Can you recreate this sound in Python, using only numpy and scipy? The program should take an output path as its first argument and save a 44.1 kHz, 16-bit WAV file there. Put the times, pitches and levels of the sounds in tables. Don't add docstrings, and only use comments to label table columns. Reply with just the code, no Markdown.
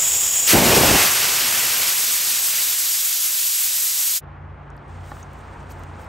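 import sys
import numpy as np
from scipy import signal
from scipy.fft import rfft, irfft, next_fast_len
from scipy.io import wavfile

SR = 44100
rng = np.random.default_rng(int(sys.argv[2]) if len(sys.argv) > 2 else 0)


def transcribe(signal):
    frames = np.atleast_2d(signal).T
    limited = np.clip(frames, -1, 1)
    pcm = np.round(limited * 32767).astype(np.int16)
    wavfile.write(sys.argv[1], SR, pcm)


N = 268128

# (f/Hz, density/dB per Hz)
JET_COLOUR = [(30, -39.5), (70, -25), (250, -27.5), (600, -24.5), (1200, -17), (2500, -9.5), (3000, -7),
              (4200, -5), (6500, -1.5), (8500, -1.5), (10000, -0.5), (11200, 2.4), (12900, -1), (13400, -1),
              (16000, -3)]
# (f/Hz, gain at pressure 1/dB)
PRESSURE_GAIN = [(40, 19), (125, 21.5), (500, 23), (1000, 19.5), (2000, 15), (4000, 7.5), (12000, 3)]
# (t/s, relative pressure)
PRESSURE = [(.47, .55), (.525, 1.19), (1.0, 1.34), (1.12, 1.08), (1.8, 0.83), (2.0, 0.57), (3.0, .16),
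            (3.4, 0.021)]
# (t/s, level/dB)
BLAST_LEVEL = [(.5, -51.5), (.526, -23), (.536, -6.5), (.585, -10), (.6, -13), (.8, -12), (.96, -15),
               (.995, -28), (1.12, -56.5)]
# (f/Hz, density/dB per Hz)
BLAST_COLOUR = [(15, -43.5), (30, -18.5), (55, -1), (200, 0.5), (400, -0.5), (700, -3), (1000, -9),
                (1300, -21.5), (2500, -20.5), (3500, -49.5)]
# (f/Hz, density/dB per Hz)
LEAK_COLOUR = [(30, -18.5), (80, -11.5), (250, -20), (700, -14.5), (1500, -15), (2200, -12.5), (3300, -7),
               (4200, -15.5), (5500, -6), (6100, -8.5), (8700, -9.5), (10000, -5.5), (11500, -5.5),
               (13000, -14.5), (14000, -14.5), (14600, -1.5), (15200, -6), (15700, -15.5)]
# (f/Hz, width before double application/Hz, gain/dB)
SEAT_MODES = [(6720, 96, 14.5), (7030, 170, 17), (7500, 190, 13), (8000, 290, 10.5)]
# (f/Hz, density/dB per Hz)
RUSTLE_COLOUR = [(1500, 8.5), (3000, 5), (5000, -1.5), (6500, -3), (9000, -4.5), (12000, -18), (14000, -21),
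                 (16000, -16)]
# (f/Hz, gain at closeness 1/dB)
CLOSE_GAIN = [(6000, -2.5), (12000, 14.5), (16000, 14.5)]
# (t/s, rise/s, hold/s, fall/s, level added/dB, closeness added)
STIRS = [(4.98, .1, 0.12, .05, 4.5, 0.8), (5.3, .08, 0.16, .06, 1.5, .1),
         (5.685, 0.014, 0.018, .03, 7, .85), (5.73, .01, .05, .08, 1.5, .4),
         (5.98, 0.031, .01, .06, 4.5, .75)]
# (f/Hz, relative level/dB, t60/s)
KNOCK_MODES = [(300, -5.5, 0.037), (570, -7, .04), (830, -3, 0.057), (1140, 1, 0.031), (1400, -3.5, 0.027),
               (1800, -3.5, .025)]
# (t/s, peak level/dB, centre f/Hz, nominal width/Hz)
TICKS = [(4.703, -44, 6300, 2980), (4.767, -49, 10500, 4000), (4.778, -48, 4200, 1800),
         (4.881, -51, 8550, 3000), (5.1165, -41, 4300, 1500), (5.168, -33, 1400, 900),
         (5.2288, -35, 6350, 700), (5.333, -37.5, 10800, 7000), (5.39, -44, 9500, 5000),
         (5.63, -49, 9000, 2500), (5.706, -44, 11500, 900), (5.711, -43, 4800, 1200),
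         (5.716, -43, 7000, 900), (5.7205, -33, 13000, 6000), (5.794, -43, 13000, 7000),
         (5.836, -37.5, 6500, 9100), (6.017, -44, 9000, 2000), (6.044, -45, 10000, 6000)]
# (f/Hz, density/dB per Hz)
TRAFFIC_COLOUR = [(15, -39.5), (35, -21), (60, -11), (110, -12), (170, -14), (400, -19), (600, -19.5),
                  (850, -17), (1400, -22), (2000, -28), (3000, -38.5), (4500, -52.5), (8000, -66),
                  (12000, -100)]
# (f/Hz, wander spread/Hz, flutter spread/dB)
HUM_TONES = [(58, 5.0, 2.5), (90, 1.2, 1.5), (143, .7, 1.1)]
# (t/s, level/dB)
HUM_MIDDLE = [(4.2, -47.5), (4.5, -40), (4.85, -59), (4.9, -38), (5.3, -45.5), (6.08, -39.5)]
# (f/Hz, level/dB)
NEAR_SIDE = [(60, -16.5), (600, -16), (1400, -14.5), (1800, -55.5), (2600, -54.5), (3200, -18), (4200, -60),
             (8600, -67), (9200, -37.5), (16000, -34.5)]
# (f/Hz, level/dB)
YARD_SIDE = [(100, -29), (400, -9), (900, -4), (1500, -6), (2300, -20.5), (3200, -8), (4500, -22),
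             (16000, -22)]
# (f/Hz, lead of right over left/turns)
PORT_LEAD = [(100, -.03), (600, -.035), (950, 0), (1300, .035), (1650, .02), (1800, 0), (2650, 0),
             (2850, -.035), (3600, -.035), (4100, 0), (8800, 0), (9130, .26), (9850, .5), (10380, .5),
             (11750, 1), (12330, 1), (13350, 1.5), (14180, 1.5), (15230, 2)]

OPEN_S, OPEN_RISE_S = .468, 0.0066
JET_DB, JET_DB_PER_PRESSURE = -18.5, -2.5
DUST_DB, DUST_END_S, DUST_FALL_S = 5.5, 1.05, .09
SPURT_DB, SPURT_RISE_S, SPURT_END_S, SPURT_FALL_S = 4.5, .045, .533, .012
FADE_S, FADE_LENGTH_S, FADE_POWER = 4.174, .043, 3
LEAK_DB, LEAK_SAG_DB_PER_S = -16.5, 9
NUDGE_S, NUDGE_RISE_S, NUDGE_DB = .35, .015, 3.5
LEAK_GONE_S = .03
YARD_S, YARD_RISE_S = 4.199, .03
RUSTLE_FAINT_DB, RUSTLE_FAINT_DB_PER_S = -88.0, 31
RUSTLE_S, RUSTLE_RISE_S, RUSTLE_DB = 4.88, 0.012, -56
RUSTLE_CLOSENESS = .12
KNOCK_S, KNOCK_DB = 5.1155, -21.5
TICK_T60_S, TICK_RING_CYCLES = 0.011, 7.0
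TRAFFIC_DB, TRAFFIC_DB_PER_S = -44.5, 2.5
HUM_LOW_DB, HUM_HIGH_DB, HUM_HIGH_SAG_DB_PER_S = -45, -44.5, 2.5
LIMIT_DB, LIMIT_SHARE = -18.5, 0.42
LIMIT_ATTACK_S, LIMIT_RELEASE_DB_PER_S = 0.0084, 61
PEAK_ROUNDING, CUTOFF_HZ, CUTOFF_WIDTH_HZ = 1.5, 15820, 120


def jet():
    pressure = np.interp(seconds(), *np.transpose(PRESSURE))
    level_db = JET_DB + JET_DB_PER_PRESSURE * pressure
    level_db += DUST_DB * (1 - ramp(DUST_END_S, DUST_FALL_S))
    level_db += SPURT_DB * (ramp(OPEN_S, SPURT_RISE_S) - ramp(SPURT_END_S, SPURT_FALL_S))
    fade = (1 - ramp(FADE_S, FADE_LENGTH_S)) ** FADE_POWER
    opening = ramp(OPEN_S, OPEN_RISE_S) * fade
    spectra = stereo_noise(colour_gain(JET_COLOUR), NEAR_SIDE)
    return from_db(level_db) * opening * turbulence(spectra, 0.74, 0.71, 12.0, pressure)


def blast():
    level_db = np.interp(seconds(), *np.transpose(BLAST_LEVEL), left=-120, right=-120)
    spectra = stereo_noise(colour_gain(BLAST_COLOUR), NEAR_SIDE)
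    return from_db(level_db) * turbulence(spectra, 1.6, 0.95, 45.0)


def leak():
    seat = sum(from_db(db) * resonance(hz, width_hz) for hz, width_hz, db in SEAT_MODES)
    spectra = stereo_noise(colour_gain(LEAK_COLOUR) * (1 + seat), NEAR_SIDE)
    level_db = LEAK_DB - LEAK_SAG_DB_PER_S * seconds() + NUDGE_DB * ramp(NUDGE_S, NUDGE_RISE_S)
    audible = 1 - ramp(OPEN_S, LEAK_GONE_S)
    return from_db(level_db) * audible * turbulence(spectra, 1.3, 0.28, 14.0)


def rustle():
    faint_db = RUSTLE_FAINT_DB + RUSTLE_FAINT_DB_PER_S * since_yard()
    level_db = faint_db + (RUSTLE_DB - faint_db) * ramp(RUSTLE_S, RUSTLE_RISE_S)
    closeness = RUSTLE_CLOSENESS
    for start_s, rise_s, hold_s, fall_s, louder_db, closer in STIRS:
        stir = ramp(start_s, rise_s) - ramp(start_s + rise_s + hold_s, fall_s)
        level_db = level_db + louder_db * stir
        closeness = closeness + closer * stir
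    spectra = stereo_noise(colour_gain(RUSTLE_COLOUR), NEAR_SIDE)
    return from_db(level_db) * turbulence(spectra, 0.56, 1.2, 20.0, closeness, CLOSE_GAIN)


def knock():
    out, t = np.zeros(N), np.arange(SR // 10) / SR
    rings = sum(from_db(db - 60 * t / t60) * np.sin(2 * np.pi * hz * t) for hz, db, t60 in KNOCK_MODES)
    rings = rings * (1 - np.exp(-t / .001))
    at = round(KNOCK_S * SR)
    out[at:at + len(t)] = from_db(KNOCK_DB) * rings / np.abs(rings).max()
    return out


def ticks():
    out, t = np.zeros(N), np.arange(SR // 10) / SR
    for start_s, peak_db, hz, width_hz in TICKS:
        edges = np.clip([hz - width_hz / 2, hz + width_hz / 2], 100, SR / 2 - 2000)
        t60 = TICK_T60_S + TICK_RING_CYCLES / width_hz
        trail = rng.standard_normal(len(t)) * from_db(-60 * t / t60)
        contact = 4.5 * (t == 0) + trail
        band = signal.butter(2, edges, "band", fs=SR, output="sos")
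        burst = signal.sosfilt(band, contact)
        at = round(start_s * SR)
        out[at:at + len(t)] += (from_db(peak_db) * burst / np.abs(burst).max())[:N - at]
    return out


def traffic():
    spectra = stereo_noise(colour_gain(TRAFFIC_COLOUR), YARD_SIDE)
    level_db = TRAFFIC_DB + TRAFFIC_DB_PER_S * since_yard()
    return from_db(level_db) * turbulence(spectra, 0.63, 0.6, 18.0)


def hum():
    out, t = 0, seconds()
    middle_db = np.interp(t, *np.transpose(HUM_MIDDLE))
    high_db = HUM_HIGH_DB - HUM_HIGH_SAG_DB_PER_S * (t - YARD_S)
    for level_db, (hz, wander_hz, flutter_db) in zip((HUM_LOW_DB, middle_db, high_db), HUM_TONES):
        phase = 2 * np.pi * np.cumsum(hz + wander_hz * drift(6.2)) / SR
        tone = np.sqrt(2) * np.sin(phase)
        out = out + from_db(level_db + flutter_db * drift(11.0)) * tone
    return out


def turbulence(spectra, shared_db, own_db, rate_hz, control=0, gain_table=PRESSURE_GAIN):
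    out, together, octave = 0, drift(rate_hz), np.log2(bins_hz() + 1e-9)
    for centre in np.arange(5, 15):
        share = np.cos(np.pi / 2 * np.clip(octave - centre, -1, 1)) ** 2
        flicker_db = shared_db * together + own_db * drift(rate_hz)
        tilt_db = control * at_hz(gain_table, 2 ** centre)
        out = out + from_db(flicker_db + tilt_db) * irfft(spectra * share, N)
    return out


def stereo_noise(gain, side_db):
    mid, side = rfft(rng.standard_normal((2, N))) * gain
    side = side * from_db(at_hz(side_db, bins_hz()))
    return np.array([mid + side, mid - side]) / np.sqrt(np.mean(gain ** 2))


def resonance(hz, width_hz):
    return 1 / (1 + (2 * (bins_hz() - hz) / width_hz) ** 2)


def drift(rate_hz):
    step = 40
    r = np.exp(-2 * np.pi * rate_hz * step / SR)
    draws = rng.standard_normal(N // step + 2002)
    slow = signal.lfilter([1], [1, -2 * r, r * r], draws)[2000:]
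    return np.interp(np.arange(N) / step, np.arange(len(slow)), rms_one(slow))


def colour_gain(colour):
    return from_db(at_hz(colour, bins_hz()))


def at_hz(points, hz):
    table_hz, values = np.transpose(points)
    return np.interp(np.log(hz + 1e-9), np.log(table_hz), values)


def bins_hz():
    return np.arange(N // 2 + 1) * SR / N


def seconds():
    return np.arange(N) / SR


def since_yard():
    return np.maximum(seconds() - YARD_S, 0)


def ramp(start_s, length_s):
    return np.clip((seconds() - start_s) / length_s, 0, 1)


def from_db(db):
    return 10 ** (np.asarray(db) / 20)


def rms_one(x):
    return x / np.sqrt(np.mean(x ** 2) + 1e-20)


def scene():
    valve = jet() + blast() + leak()
    yard = ramp(YARD_S, YARD_RISE_S) * (rustle() + traffic() + hum())
    return valve + knock() + ticks() + yard


def gain_control(x):
    r = np.exp(-1 / (LIMIT_ATTACK_S * SR))
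    power = signal.lfilter([1 - r], [1, -r], np.mean(x ** 2, axis=0))
    level_db = 10 * np.log10(power + 1e-12)
    slope = LIMIT_RELEASE_DB_PER_S * seconds()
    held_db = np.maximum.accumulate(level_db + slope) - slope
    return x * from_db(-LIMIT_SHARE * np.maximum(held_db - LIMIT_DB, 0))


def record(dry):
    size = next_fast_len(N + 2048)
    hz = np.arange(size // 2 + 1) * SR / size
    lead_turns = np.interp(hz, *np.transpose(PORT_LEAD))
    ports = np.exp(1j * np.pi * lead_turns * [[-1], [1]])
    low_pass = np.sin(np.pi / 2 * np.clip((CUTOFF_HZ - hz) / CUTOFF_WIDTH_HZ, 0, 1)) ** 2
    rounded = PEAK_ROUNDING * np.tanh(gain_control(dry) / PEAK_ROUNDING)
    return irfft(rfft(rounded, size) * ports * low_pass, size)[:, :N]


dry = scene()
out = record(dry)
transcribe(out)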